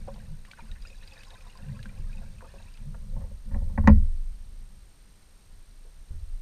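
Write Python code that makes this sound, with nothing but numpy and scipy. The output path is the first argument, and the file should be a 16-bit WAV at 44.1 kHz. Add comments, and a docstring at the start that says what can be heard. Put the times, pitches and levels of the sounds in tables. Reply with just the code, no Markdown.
"""On a calm lake, a plastic kayak is heard from a camera mounted on its hull.
Two easy paddle strokes gurgle and drip: air trapped in the water rings as bubbles. A rod is picked up
and gear knocks hard on the hollow hull, exciting its normal modes; metal tackle jingles. The boat
drifts on with a low rocking rumble. Throughout, a faint insect chirps on the shore and the camera
adds its hiss and a faint pulsing whine."""
import sys
import numpy as np
from scipy import signal
from scipy.fft import rfft, irfft, next_fast_len
from scipy.io import wavfile
from scipy.ndimage import uniform_filter1d

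SR = 44100
rng = np.random.default_rng(int(sys.argv[2]) if len(sys.argv) > 2 else 0)


def int16_out(signal):
    """Quantize to a 16-bit WAV file."""
    q = np.round(np.clip(np.atleast_2d(signal).T, -1, 1) * 32767)
    wavfile.write(sys.argv[1], SR, q.astype(np.int16))


N = 282681
TIME = np.arange(N) / SR

# Strokes and shifts of weight that rock the hull: t/s, duration/s, sway level/dB, wash level/dB
PUSHES = [(-.1, 0.41, -38, -46.5), (0.61, .14, -38.5, -60), (1.57, 0.3, -39, -44), (1.887, .42, -35, -47),
          (2.513, 0.055, -60, -49), (2.76, 0.47, -36, -46.5), (3.096, 0.077, -31.5, -40),
          (3.438, 0.55, -30.5, -41.5), (4.15, 0.35, -39, -78), (5.46, 0.067, -43, -59),
          (5.917, .06, -42, -69), (6.086, 0.28, -37, -69)]
# Spectrum of the swaying hull: f/Hz, relative level/dB
SWAY_SPECTRUM = [(12, -11.5), (26, 6), (40, -6), (55, -12.5), (78, -16), (100, -38), (150, -37.5),
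                 (300, -72)]
# Spectrum of water washing along the hull: f/Hz, relative level/dB
WASH_SPECTRUM = [(40, -13.5), (80, 10.5), (110, 7), (155, 0.5), (210, 4), (270, -19.5), (370, -34.5),
                 (520, -13.5), (700, -32), (1500, -51.5)]
# Water running off a blade: t/s, duration/s, relative drip level/dB, relative spray level/dB
RUNOFFS = [(-.03, 0.26, -63.5, -65.5), (0.435, 0.051, -61.5, -66), (0.55, 0.062, -60, -65.5),
           (0.8, 0.09, -65, -58.5), (1, 0.34, -59, -58.5), (1.424, 0.26, -61.5, -65),
           (1.727, 0.3, -63, -66), (2.07, 0.13, -63, -62), (2.434, 0.19, -61, -61.5)]
# Spectrum of coarse drips and fizz: f/Hz, relative level/dB
DRIP_SPECTRUM = [(300, -34), (420, 11), (540, 3.5), (700, -0.5), (1020, 9), (1200, 3), (1650, 10),
                 (2550, 3.5), (3300, -12), (4800, -36), (6000, -19), (15000, -25)]
# Spectrum of fine spray: f/Hz, relative level/dB
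SPRAY_SPECTRUM = [(2000, -12), (2550, 8.5), (3200, -5.5), (3800, 5.5), (4300, 2), (4900, 3.5), (6000, -3.5),
                  (6800, 1.5), (7500, -0.5)]
# Spectrum of the camera's hiss: f/Hz, relative level/dB
HISS_SPECTRUM = [(100, 5), (300, 5.5), (600, 0.5), (1200, -1), (3400, -4.5), (4100, -3), (5100, -5.5),
                 (5800, -4), (7800, -10), (9200, -12.5), (10000, -7), (10700, -12), (11400, -8),
                 (12200, -14), (15300, -17)]
# Wing resonances of the insect: f/Hz, rms level at the crest of a pip/dB
WING_RESONANCES = [(4000, -74), (4450, -75)]
# Single drops and their bubbles: t/s, peak level/dB, starting f/Hz, T60/s
DROPS = [(0.076, -40, 750, 0.096), (.082, -34, 545, 0.13), (0.094, -47, 530, 0.061),
         (0.142, -48, 4500, 0.013), (0.451, -39.5, 1840, 0.0081), (.513, -40.5, 2280, 0.03),
         (.515, -45.5, 4400, 0.017), (.534, -40.5, 1510, 0.03), (.605, -47.5, 2380, 0.044),
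         (0.715, -43.5, 3760, 0.03), (.822, -46.5, 4780, 0.024), (.851, -44.5, 1405, 0.032),
         (0.872, -46.5, 4880, 0.051), (.901, -49, 2510, 0.054), (1.076, -43, 4750, 0.021),
         (1.136, -47, 4700, 0.014), (1.234, -39.5, 2700, .005), (1.305, -43, 3720, 0.02),
         (1.409, -47, 2470, .025), (1.498, -49, 2790, 0.038), (1.554, -48.5, 1030, 0.084),
         (1.574, -46.5, 4770, 0.019), (1.792, -44.5, 1664, 0.053), (1.829, -37.5, 3850, 0.0065),
         (1.857, -38, 1555, 0.029), (1.892, -49, 2370, 0.041), (2.129, -50, 2470, .057),
         (2.385, -51.5, 2550, .032), (2.625, -49, 3750, .015), (2.74, -49, 4780, .017),
         (2.774, -45.5, 2780, 0.0056)]
# Air folded under by a blade or by a ripple at the hull: t/s, rms level/dB, f/Hz, duration/s
GULPS = [(0.082, -49.5, 930, 0.016), (0.16, -57.5, 686, 0.033), (0.574, -57.5, 1700, .027),
         (0.586, -48.5, 1110, 0.017), (.62, -49, 160.4, 0.0294), (.69, -42, 80, 0.049),
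         (0.754, -61, 2000, 0.034), (.9, -61.5, 545, 0.028), (1.025, -57.5, 2370, 0.021),
         (1.166, -59, 1880, 0.067), (1.307, -58, 754, 0.042), (1.448, -60, 795, .025),
         (1.569, -60, 795, .04), (1.998, -35, 102, 0.024), (2.217, -59.5, 720, 0.052),
         (2.408, -52, 1210, .021), (2.425, -54.5, 534, 0.049), (2.444, -55.5, 1040, .025),
         (2.539, -54, 630, .039), (2.597, -60.5, 855, .023), (2.944, -51, 1220, 0.01),
         (2.946, -54, 570, 0.012), (5.849, -65, 543, 0.047), (6.108, -36, 67.4, .07)]
# Normal modes of the hull and camera mount: f/Hz, relative level/dB, T60/s
HULL_MODES = [(23.44, -5.5, 1), (63.57, -9, 0.46), (81.3, -6, 0.41), (140.7, -16.5, 0.23),
              (167.8, -19, 0.13), (213.5, -8.5, 0.2), (269.6, -17, 0.097), (370, -29, 0.065),
              (461, -34, 0.19), (494, -23, 0.095), (556, -17, 0.082), (639, -28, 0.064), (731, -26, 0.09),
              (893.5, -14, 0.033), (1027, -24, 0.062), (1081, -23, 0.083), (1265, -36, 0.067),
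              (1399, -32, 0.096), (1780, -21, .036), (1910, -39.5, 0.2), (1895, -13.5, .028),
              (2010, -22.5, .04), (2170, -26.5, 0.022), (2420, -28.5, 0.027)]
# Air pockets collapsing behind a blade: t/s, peak level/dB, first f/Hz, last f/Hz, duration/s
EDDIES = [(.27, -41, 165, 138, 0.12), (1.655, -31.5, 153, 123, 0.094), (2.841, -35.5, 130.5, 159, 0.09)]
# Blows on the hull: t/s, relative level/dB, cutoff f/Hz, boom gain/dB, panel gain/dB, sliding time/s
KNOCKS = [(3.162, -37, 880, 5, 12.5, 0.018), (3.209, -43, 1430, 14.5, 11, 0.039),
          (3.24, -49, 560, 6.5, 21, 0.012), (3.309, -42.5, 630, 8.5, 11.5, 0.011),
          (3.511, -33.5, 1650, 14.5, 3.5, 0.063), (3.544, -27, 2080, 6.5, -0.5, 0),
          (3.554, -25.5, 810, 5.5, 3.5, 0.018), (3.618, -37, 810, 14, 5, 0.012),
          (3.695, -38, 1480, 10.5, 1, 0.052), (3.777, -13.5, 2033, 2, 0.5, 0.0051),
          (3.838, -21.5, 1260, 10, 0, .018), (3.8742, 1.5, 11900, -9, 0, 0.0011),
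          (3.8935, -6, 1020, 6.5, -0.5, 0.0021)]


def undb(db):
    """Amplitude ratio of a level in decibels."""
    return 10 ** (np.asarray(db) / 20)


def unit(x):
    """Normalisation to unit rms."""
    return x / np.sqrt(np.mean(x ** 2) + 1e-20)


def colour(x, spectrum):
    """Spectral shaping by (f/Hz, level/dB) points, at unit rms."""
    hz, db = np.transpose(spectrum)
    size = next_fast_len(N)
    f = np.maximum(np.arange(size // 2 + 1) * SR / size, 1)
    gain = undb(np.interp(np.log(f), np.log(hz), db))
    return unit(irfft(rfft(x, size) * gain, size)[:N])


def band(x, lo_hz, hi_hz, order=2):
    """Band-pass filtering."""
    return signal.sosfilt(signal.butter(order, [lo_hz, hi_hz], "band", fs=SR, output="sos"), x)


def add(out, s, sound):
    """Superposition of a sound that starts at time s."""
    i = max(int(s * SR), 0)
    out[i:i + len(sound)] += sound[:max(len(out) - i, 0)]


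def swells(events, rise_s, fall_s):
    """Incoherent addition: (t/s, duration/s, level/dB) envelopes rise, hold, decay and sum in power."""
    power = np.zeros(N)
    for s, length, db in events:
        age = TIME - s
        rise = np.clip(age / rise_s, 0, 1)
        fall = np.exp(-np.maximum(age - length, 0) / fall_s)
        power += (undb(db) * rise * fall) ** 2
    return np.sqrt(power)


def rocking(rise_s=0.066, ripple_sway_db=-49.5, ripple_wash_db=-66, wake_s=4.8, wake_db=-60.5):
    """Forced motion: pushes sway the hull and wash water along it; ripples keep both going."""
    s, length, sway_db, wash_db = np.transpose(PUSHES)
    sway = swells(zip(s, length, sway_db), rise_s, fall_s=0.24)
    wash = swells([*zip(s, length, wash_db), (0, wake_s, wake_db)], rise_s, fall_s=0.081)
    return (np.hypot(sway, undb(ripple_sway_db)) * colour(rng.standard_normal(N), SWAY_SPECTRUM)
            + np.hypot(wash, undb(ripple_wash_db)) * colour(rng.standard_normal(N), WASH_SPECTRUM))


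def bubble(hz, t60, glide=0.065):
    """Damped oscillation: an air pocket rings, rising in pitch as it nears the surface."""
    t = np.arange(int(t60 * SR) + 2) / SR
    phase = 2 * np.pi * hz * t * (1 + glide * t / t60 / 2)
    return np.sin(phase) * np.exp(-np.log(1000) * t / t60)


def patter(lo_hz, hi_hz, cycles, scatter_db, count, wet_s=3.2):
    """Random superposition: tiny bubbles ring while the paddle is wet, a few far above the rest."""
    out = np.zeros(N)
    for when, size, chance in rng.random((count, 3)):
        hz = lo_hz * (hi_hz / lo_hz) ** size
        db = -scatter_db * np.log(max(chance, 0.03))
        add(out, when * wet_s, undb(db) * bubble(hz, cycles / hz))
    return out


def trickle(coarse_db=-6, fine_db=-5, fizz_db=-10, mist_db=-2, rise_s=0.04):
    """Drainage: drips, spray and the fizz of disturbed water die away exponentially as a blade drains."""
    s, length, drip_db, spray_db = np.transpose(RUNOFFS)
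    drip = swells(zip(s, length, drip_db), rise_s, fall_s=0.22)
    spray = swells(zip(s, length, spray_db), rise_s, fall_s=0.24)
    coarse = colour(patter(480, 2740, cycles=110, scatter_db=5.0, count=1500), DRIP_SPECTRUM)
    fine = colour(patter(2240, 7280, cycles=100, scatter_db=7.5, count=3400), SPRAY_SPECTRUM)
    fizz = colour(rng.standard_normal(N), DRIP_SPECTRUM)
    mist = colour(band(rng.standard_normal(N), 2200, 6800), SPRAY_SPECTRUM)  # droplets merge into noise
    fine = unit(fine + undb(mist_db) * mist)
    return drip * (undb(coarse_db) * coarse + undb(fizz_db) * fizz) + spray * undb(fine_db) * fine


def insect(rate_hz=12.0, width_hz=180, sharpness=12, uneven=0.15):
    """Amplitude modulation: the wing resonances, narrow bands of noise, sound in slightly uneven pips."""
    pace_hz = rate_hz * (1 + uneven * colour(rng.standard_normal(N), [(4, 5), (12, -63)]))
    pips = (0.5 + 0.5 * np.cos(2 * np.pi * np.cumsum(pace_hz) / SR)) ** sharpness
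    wings = sum(undb(db) * unit(band(rng.standard_normal(N), hz - width_hz / 2, hz + width_hz / 2))
                for hz, db in WING_RESONANCES)
    return pips * wings


def camera(whine_hz=8570, whine_db=-63.5, frame_hz=59.94, duty=0.47, swing=0.12, hiss_db=-64):
    """Self-noise: steady hiss, and a tone gated once a frame in long and short bursts by turns."""
    frame = (TIME - 0.0036) * frame_hz
    nearest = np.round(frame)
    burst = abs(frame - nearest) < (duty - swing * np.cos(np.pi * nearest)) / 2
    gate = uniform_filter1d(burst.astype(float), size=70)
    phase_drift = 0.032 * np.cumsum(rng.standard_normal(N))  # the oscillator wanders slightly
    whine = gate * np.sin(2 * np.pi * whine_hz * TIME + phase_drift)
    return undb(whine_db) * whine + undb(hiss_db) * colour(rng.standard_normal(N), HISS_SPECTRUM)


def drops(splat_db=-11, splat_s=0.0074, sharp_hz=2400):
    """Air entrainment: each drop leaves a ringing bubble; small ones also smack the surface."""
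    out = np.zeros(N)
    t = TIME[:SR // 20]
    for s, db, hz, t60 in DROPS:
        splat = unit(band(rng.standard_normal(len(t)), 2200, 3500, order=1)) * np.exp(-t / splat_s)
        smallness = min(hz / sharp_hz, 1) ** 2
        add(out, s, undb(db) * bubble(hz, t60))
        add(out, s, undb(db + splat_db) * smallness * splat)
    return out


def hull_modes(build_cycles=0.52):
    """Free vibration: each normal mode of the hull is a damped sinusoid, one to a row."""
    t = TIME[:SR]
    hz, db, t60 = np.transpose(HULL_MODES)[:, :, None]
    side = (-1) ** np.arange(len(HULL_MODES))[:, None]  # neighbours move the mount in opposite senses
    build = 1 - np.exp(-t * hz / build_cycles)  # slow modes take a moment to spread along the boat
    return side * undb(db) * build * np.sin(2 * np.pi * hz * t) * np.exp(-np.log(1000) * t / t60)


def gulps(count=12, spread=0.26, cycles=13, fade=0.8, hull_db=-1):
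    """Airborne and structure-borne sound: a gulp breaks into like-sized bubbles, heard by both paths."""
    out = np.zeros(N)
    modes, mode_hz = hull_modes(), np.array(HULL_MODES)[:, 0]
    for s, db, hz, length in GULPS:
        cloud = np.zeros(SR // 2)
        for k, (when, size) in enumerate(rng.random((count, 2))):
            progress = max(k - when, 0) / count
            bubble_hz = hz * np.exp(spread * (2 * size - 1))
            ring = bubble(bubble_hz, t60=min(cycles / bubble_hz, 0.13))
            add(cloud, progress * length, np.exp(-fade * progress) * ring)
        within_octave = abs(np.log2(mode_hz / hz)) < 1
        through_hull = signal.fftconvolve(cloud, modes[within_octave].sum(axis=0))[:len(cloud)]
        gulp = unit(cloud) + undb(hull_db) * unit(through_hull)
        rms = np.sqrt(np.sum(gulp ** 2) / (length * SR))
        add(out, s, undb(db) * gulp / rms)
    return out


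def eddies():
    """Cavity resonance: a large air pocket collapses in a blade's eddy with a hollow, gliding glug."""
    out = np.zeros(N)
    for s, db, first_hz, last_hz, length in EDDIES:
        progress = np.linspace(0, 1, int(length * SR))
        phase = 2 * np.pi * np.cumsum(first_hz + (last_hz - first_hz) * progress) / SR
        add(out, s, undb(db) * np.sin(np.pi * progress) ** 2 * np.sin(phase))
    return out


def knocks(boom_hz=115, panel_hz=330, vary_db=0.94, rattle_db=-26, rattle_s=0.012):
    """Impact excitation of the hull's modes: soft contact omits the high ones, sliding smears them."""
    out = np.zeros(N)
    t = TIME[:SR]
    modes, hz = hull_modes(), np.array(HULL_MODES)[:, :1]
    for s, db, cutoff_hz, boom_db, panel_db, slide_s in KNOCKS:
        rings = modes * undb(vary_db * rng.standard_normal(hz.shape) + boom_db * (hz < boom_hz))
        body = np.sum(rings * (hz < panel_hz), axis=0)
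        panels = np.sum(rings * (hz >= panel_hz), axis=0)
        loose_fittings = unit(band(rng.standard_normal(SR), 540, 2400, order=5)) * np.exp(-t / rattle_s)
        panels = panels + crack() + undb(rattle_db) * loose_fittings
        force = 0.047 * rng.standard_normal(SR) * np.exp(-t / max(slide_s, 1 / SR))  # many small slips
        force[0] = 1  # the first touch
        panels = signal.fftconvolve(panels, force / np.linalg.norm(force))[:SR]
        contact = signal.butter(4, cutoff_hz, fs=SR, output="sos")
        add(out, s, undb(db) * (body + undb(panel_db) * signal.sosfilt(contact, panels)))
    return out


def crack(snap_db=-36.5, edge_db=-49, decay_s=0.004):
    """A brief transient has a broad spectrum: hard plastic snaps, with a faint bright edge."""
    noise = rng.standard_normal(SR)
    snap = unit(band(noise, 3400, 6600, order=4))
    edge = unit(band(noise, 4200, 17000))
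    return np.exp(-TIME[:SR] / decay_s) * (undb(snap_db) * snap + undb(edge_db) * edge)


def tackle(start_s=3.89, jingle_db=-55, settle_s=0.073, lo_hz=3900, hi_hz=5200, count=34):
    """Damped ringing: small metal tackle shivers after the hardest blow, its pings thinning out."""
    out = np.zeros(N)
    for when, size, force in rng.random((count, 3)):
        age = 2 * settle_s * when ** 2
        ping = bubble(lo_hz + size * (hi_hz - lo_hz), t60=0.028, glide=0)
        add(out, start_s + age, undb(jingle_db) * force * np.exp(-age / settle_s) * ping)
    return out


def scene():
    """Linear superposition of water, shore, camera and hull in one channel."""
    return (rocking() + trickle() + insect() + camera()
            + drops() + gulps() + eddies() + knocks() + tackle())[None]


def record(dry, cutoff_hz=15350):
    """Band limiting: the camera's steep low-pass filter removes the highest treble."""
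    return signal.sosfilt(signal.ellip(10, 0.1, 80, cutoff_hz, fs=SR, output="sos"), dry)


dry = scene()
out = record(dry)
int16_out(out)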